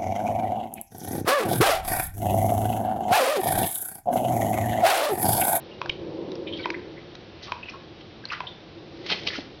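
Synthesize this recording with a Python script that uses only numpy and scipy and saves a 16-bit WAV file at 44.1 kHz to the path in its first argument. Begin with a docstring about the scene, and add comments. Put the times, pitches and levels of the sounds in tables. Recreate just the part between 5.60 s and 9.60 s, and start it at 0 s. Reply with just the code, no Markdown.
"""Drops of the last oil draining from a motorcycle fall into a plastic pan on a garage floor.
Each impact slaps the shallow oil, and most excite the pan's damped modes. Bubbles pop,
air gurgles in the drain, and oil and air splutter, with two strong squirts at the end.
The garage reverberates briefly; under it lie a steady hiss and a low drone like far traffic."""
import sys
import numpy as np
from scipy import signal
from scipy.fft import rfft, irfft
from scipy.io import wavfile

SR = 44100
rng = np.random.default_rng(int(sys.argv[2]) if len(sys.argv) > 2 else 0)


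def log_audio(samples):
    """Write samples as a 16-bit WAV file to the path given in sys.argv[1]."""
    # one column per channel
    frames = np.atleast_2d(samples).T
    # limit to full scale, then quantise
    limited = np.clip(frames, -1, 1)
    pcm = np.round(limited * 32767).astype(np.int16)
    wavfile.write(sys.argv[1], SR, pcm)


N = 176400
TIME = np.arange(N) / SR
HZ = np.fft.rfftfreq(N, 1 / SR)


def amp(db):
    """Amplitude ratio: a factor of ten per 20 dB."""
    return 10 ** (np.asarray(db) / 20)


def unit(x):
    """Normalisation to an rms of 1."""
    return x / np.sqrt(np.mean(x ** 2) + 1e-20)


def read(points, hz):
    """Interpolation of a table on a log-frequency axis."""
    f, value = np.transpose(points)
    return np.interp(np.log(hz + 1), np.log(f + 1), value)


def add(mix, start_s, sound):
    """Superposition: a sound sums into the mix from its start time."""
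    part = mix[round(start_s * SR):][:len(sound)]
    part += sound[:len(part)]


def colour(x, points):
    """Linear filtering: the spectrum is multiplied by a gain curve given in dB."""
    return irfft(rfft(x) * amp(read(points, HZ)), N)


def swell(t, swell_s):
    """Critically damped envelope: it rises to 1 at the swell time, then decays."""
    return t / swell_s * np.exp(1 - t / swell_s)


def ring(hz, swell_s, glide=0):
    """Damped oscillation whose pitch may glide, in octaves per second."""
    t = TIME[:SR // 10]
    phase = 2 * np.pi * np.cumsum(hz * 2 ** (glide * t)) / SR
    return swell(t, swell_s) * np.sin(phase)


def hiss():
    """Stationary broadband noise: the steady background of the room."""
    # Room noise spectrum (frequency [Hz], relative density [dB])
    spectrum = [(15, -65), (25, -20), (96, -3.5), (224, -8), (264, -11.5), (342, -9.5), (423, -12),
                (602, -14), (661, -13), (710, -13), (964, -20), (2050, -22.5), (3780, -20.5), (5650, -31),
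                (6980, -58.5), (9070, -96.5)]
    return amp(-46.5) * unit(colour(rng.standard_normal(N), spectrum))


def drone():
    """Amplitude-modulated noise: a far, hollow drone swells and fades around a narrow-band hum."""
    # Drone spectrum (frequency [Hz], relative density [dB])
    spectrum = [(60, -28), (150, -5.5), (280, -11), (320, -3.5), (365, 0), (430, -3), (480, -4.5),
                (545, -2.5), (680, -20), (1000, -19), (2000, -71)]
    # Envelopes of the drone's body and its hum (time [s], level [dB])
    body_levels = [(0, -45.5), (.3, -43), (.5, -35), (.8, -36), (1.1, -40), (1.6, -51.5), (3.0, -56.5),
                   (3.55, -44.5), (4, -51)]
    hum_levels = [(0, -57), (.3, -50), (.58, -37.5), (.9, -41), (1.1, -37.5), (1.4, -48.5), (1.9, -62),
                  (2.3, -48), (2.7, -62), (3.42, -44), (3.7, -50), (4, -54)]
    hum_hz, width_hz = 334.8, 88
    body = unit(colour(rng.standard_normal(N), spectrum))
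    band = 1 / (1 + (2 * (HZ - hum_hz) / width_hz) ** 2) ** 2
    hum = unit(irfft(band * np.exp(2j * np.pi * rng.random(len(HZ))), N))
    body_gain = amp(np.interp(TIME, *np.transpose(body_levels)))
    hum_gain = amp(np.interp(TIME, *np.transpose(hum_levels)))
    return body_gain * body + hum_gain * hum


def garage(x):
    """Reverberation: convolution with a diffuse tail, each band decaying at its own exponential rate."""
    # Reverberation time of the garage (frequency [Hz], T60 [s])
    decay_times = [(200, 0.52), (1000, 0.39), (3000, 0.37), (7000, 0.43)]
    build_up_s = 0.0086
    hz, t, bands = signal.stft(rng.standard_normal(SR // 2), SR, nperseg=256)
    decay = amp(-60 * t / read(decay_times, hz)[:, None])
    tail = signal.istft(bands * decay, SR)[1]
    tail *= np.minimum(TIME[:len(tail)] / build_up_s, 1) ** 2
    return signal.fftconvolve(x, tail / np.linalg.norm(tail))[:N]


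def pan_resonance(x):
    """Resonance: the pan lifts the bands around its modes; the overall level is preserved."""
    # Modes of the pan (frequency [Hz], width [Hz], gain [dB])
    modes = [(2010, 82, 6.5), (3120, 210, 5), (3830, 68, 3), (4320, 90, 5)]
    lift_db = sum(db / (1 + (2 * (HZ - hz) / width) ** 2) for hz, width, db in modes)
    return np.std(x) * unit(irfft(rfft(x) * amp(lift_db), N))


def gurgles():
    """Bubble resonance: air drawn through the oil gives soft blips, roughened by random modulation."""
    # Air bubbles in the drain (time [s], frequency [Hz], level [dB], swell time [s])
    bubbles = [(0.109, 2825, -48, 0.012), (0.865, 2417, -41, 0.011), (0.869, 3080, -39, 0.0092),
               (.868, 3680, -41, 0.0075), (0.925, 3176, -32.5, 0.0078), (.933, 3650, -37.5, 0.0046),
               (.958, 3360, -41, 0.0088), (.985, 2290, -38.5, 0.0098), (.992, 1527, -45, 0.0073),
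               (1.009, 4470, -46, 0.005), (1.026, 3760, -39.5, 0.0075), (1.03, 3150, -38, 0.0051),
               (1.040, 2014, -38.5, 0.01), (1.138, 1600, -38.5, 0.0022), (1.143, 2040, -29.5, .003),
               (1.366, 2020, -47, 0.0097), (1.865, 1122, -43.5, 0.021), (2.028, 2566, -34.5, 0.0051),
               (2.055, 2830, -42, 0.005), (2.085, 2526, -32, 0.0034), (2.134, 1083, -40.5, 0.0094),
               (2.637, 1613, -42, 0.0048), (2.686, 4800, -40, 0.0031), (2.700, 2670, -30, 0.004),
               (2.716, 1190, -30.5, 0.0036), (2.720, 1410, -31.5, 0.0085), (2.833, 765, -37, 0.0027),
               (2.868, 3590, -35, 0.0074), (2.868, 3140, -35.5, 0.0047), (3.668, 2506, -24.5, 0.0033),
               (3.703, 1886, -31, .002), (3.729, 1867, -37, 0.0042), (3.752, 1454, -37, 0.0042)]
    half_width_hz, roughness = 240, 0.77
    out, t = np.zeros(N), TIME[:SR // 5]
    band = 1 / (1 + (np.fft.fftfreq(len(t), 1 / SR) / half_width_hz) ** 2)
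    for s, hz, db, swell_s in bubbles:
        envelope = swell(t, swell_s)
        fuzz = np.fft.ifft(band * np.exp(2j * np.pi * rng.random(len(t))))
        wobble = np.sqrt(1 - roughness ** 2) + roughness * fuzz / np.std(fuzz)
        wobble /= np.sqrt(np.average(abs(wobble) ** 2, weights=envelope ** 2))
        tone = (wobble * np.exp(2j * np.pi * hz * t)).imag
        add(out, s, amp(db) * envelope * tone)
    return out


def squirts():
    """Shot noise: tiny bubbles, each ringing a few cycles, merge into sprays that build and fall away."""
    # Squirts and splutters of oil and air
    # (peak time [s], level [dB], rise [s], fall [s], centre frequency [Hz], width [octaves])
    spurts = [(0.321, -44, 0.016, 0.02, 3290, 0.23), (0.979, -46.5, 0.038, 0.06, 3700, 0.22),
              (1.831, -40, 0.0051, 0.028, 5170, 0.28), (1.875, -45, 0.052, 0.032, 2890, 0.49),
              (2.10, -50, 0.056, 0.044, 2180, 0.5), (2.099, -38, 0.0035, 0.0061, 5370, 0.077),
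              (2.413, -46.5, 0.0063, 0.0042, 3320, 0.45), (2.732, -36, 0.021, 0.044, 2040, 0.42),
              (2.728, -37.5, 0.011, 0.0091, 4800, 0.26), (3.469, -37, 0.013, 0.013, 3640, .5),
              (3.505, -26, 0.011, 0.015, 3600, 0.39), (3.524, -23, 0.013, 0.012, 3320, 0.37),
              (3.522, -31.5, 0.02, 0.016, 756, 0.93), (3.571, -42, 0.098, 0.12, 3520, 0.6),
              (3.675, -23, 0.0045, 0.006, 3860, 0.33), (3.686, -25, .003, 0.0052, 3610, 0.25),
              (3.677, -35, 0.0093, 0.007, 618, 0.71), (3.742, -39.5, 0.036, 0.04, 1950, 0.31),
              (3.760, -34.5, 0.031, 0.028, 4290, 0.49)]
    bubbles_per_s, spread_db, swell_cycles, bands = 5200, 2.7, 0.85, 24
    out, t = np.zeros(N), TIME[:SR // 2]
    middle = t[-1] / 2
    for s, db, rise, fall, centre_hz, octaves in spurts:
        spray = np.zeros(len(t))
        for offset in np.linspace(-2.5, 2.5, bands) + rng.uniform(-.1, .1, bands):
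            hz = min(centre_hz * 2 ** (offset * octaves), SR / 4)
            strengths = amp(spread_db * rng.exponential(1, len(t))) * rng.choice([-1, 1], len(t))
            impulses = strengths * (rng.random(len(t)) < bubbles_per_s / bands / SR)
            ringing = signal.fftconvolve(impulses, ring(hz, swell_cycles / hz))[:len(t)]
            spray += np.exp(-(offset / 2) ** 2) * unit(ringing)
        from_peak = np.maximum((middle - t) / rise, (t - middle) / fall)
        envelope = np.exp(-from_peak ** 0.94)
        add(out, s - middle, amp(db) * envelope * unit(spray))
    return out


def pops():
    """Transient excitation: a bursting bubble or a drop's slap gives a tick and a damped ring."""
    # Short ringing pops and ticks in the pan: bursting bubbles and one drop's slap
    # (time [s], frequency [Hz], level [dB], swell time [s], glide [octaves/s], relative tick level [dB])
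    transients = [(.2582, 733, -30.5, 0.00096, -4, -12), (0.2596, 1530, -30, 0.00083, 0.5, -3.5),
                  (0.2946, 3030, -21, 0.00036, -10, 0), (0.2962, 3060, -16, 0.00083, -20, -15),
                  (0.296, 3750, -26, 0.0011, -6.5, -21), (0.2989, 2490, -20.5, 0.0011, -36, -25.5),
                  (.7180, 3770, -38.5, 0.0012, 20, 5), (0.755, 5390, -31, 0.00029, -7, 0.5),
                  (1.102, 1580, -27.5, 0.00077, 11, 1), (1.1035, 2290, -20.5, 0.00063, -4.5, -1.5),
                  (1.5523, 4030, -38, 0.0013, -18, 8), (2.654, 4210, -23.5, 0.00067, -9, -6),
                  (3.464, 2100, -32.5, 0.00075, -3, 6.5), (3.5045, 3530, -16.5, 0.00019, -3, -4.5),
                  (3.635, 3600, -31, 0.00032, 1, -7), (3.807, 3400, -35, .0003, 0, -2)]
    tick_decay_s, tick_cutoff_hz = 0.0026, 700
    out, t = np.zeros(N), TIME[:SR // 10]
    high_pass = signal.butter(1, tick_cutoff_hz, "high", fs=SR)
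    for s, hz, db, swell_s, glide, tick_db in transients:
        noise = rng.standard_normal(len(t)) * np.exp(-t / tick_decay_s)
        tick = amp(tick_db) * signal.lfilter(*high_pass, noise)
        add(out, s, amp(db) * (ring(hz, swell_s, glide) + tick))
    return out


def drops():
    """Impact excitation: each drop slaps the oil film and rings the pan's modes for a few cycles."""
    # Drops landing (time [s], level [dB], relative slap level [dB], pitch [ratio], ring length [ratio])
    impacts = [(0.2154, -22.5, -2.5, 1.036, 0.63), (1.0564, -21.5, -2, 1, 1.02),
               (1.9200, -22.5, 0.5, 1.012, 0.84), (2.8042, -26.5, -1.5, 1.03, 1.12)]
    # Partials of the pan's plop and the film's slap, which each drop scales
    # (delay [s], base frequency [Hz], relative level [dB], base swell time [s])
    plop = [(0.00022, 977, 1, 0.0018), (0.0006, 1540, -9, 0.001), (0.00028, 682, -9, 0.0015)]
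    slap = [(0, 5250, -5, 0.00017), (.0009, 2460, 0.5, 0.00066), (.0009, 3040, -6, 0.00076),
            (.0016, 3850, -10, 0.00051)]
    # Pan floor thumping under heavier splashes (time [s], frequency [Hz], level [dB], swell time [s])
    thumps = [(0.293, 64.3, -35, 0.0016), (1.1, 318, -31.5, 0.0018), (3.784, 274, -29.5, 0.0028),
              (3.788, 614, -29, 0.00077)]
    out = np.zeros(N)
    for s, db, slap_db, pitch, length in impacts:
        for delay, hz, mode_db, swell_s in plop:
            add(out, s + delay, amp(db + mode_db) * ring(hz * pitch, swell_s * length))
        for delay, hz, mode_db, swell_s in slap:
            add(out, s + delay, amp(db + slap_db + mode_db) * ring(hz * pitch, swell_s))
    for s, hz, db, swell_s in thumps:
        add(out, s, amp(db) * ring(hz, swell_s))
    return out


def scene():
    """Superposition of the oil's direct sound, its reverberant field and the background."""
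    # Microphone response to the oil sounds, rolling off in the treble (frequency [Hz], gain [dB])
    response = [(20, 6.5), (4300, 1.5), (5200, 1), (6000, -6.5), (6600, -16.5), (7100, -36.5)]
    pan, popping, drain, spray = drops(), pops(), gurgles(), pan_resonance(squirts())
    direct = pan + popping + drain + spray
    reverberant = garage(amp(-7.5) * pan + amp(-15) * popping + amp(-6.5) * drain + amp(-9) * spray)
    return (colour(direct + reverberant, response) + drone() + hiss())[None]


def record(dry):
    """Band limiting: a steep low-pass filter removes the highest treble."""
    cutoff_hz = 7150
    low_pass = signal.firwin(401, cutoff_hz, window=("kaiser", 9), fs=SR)
    return signal.oaconvolve(dry, low_pass[None], "same")


dry = scene()
out = record(dry)
log_audio(out)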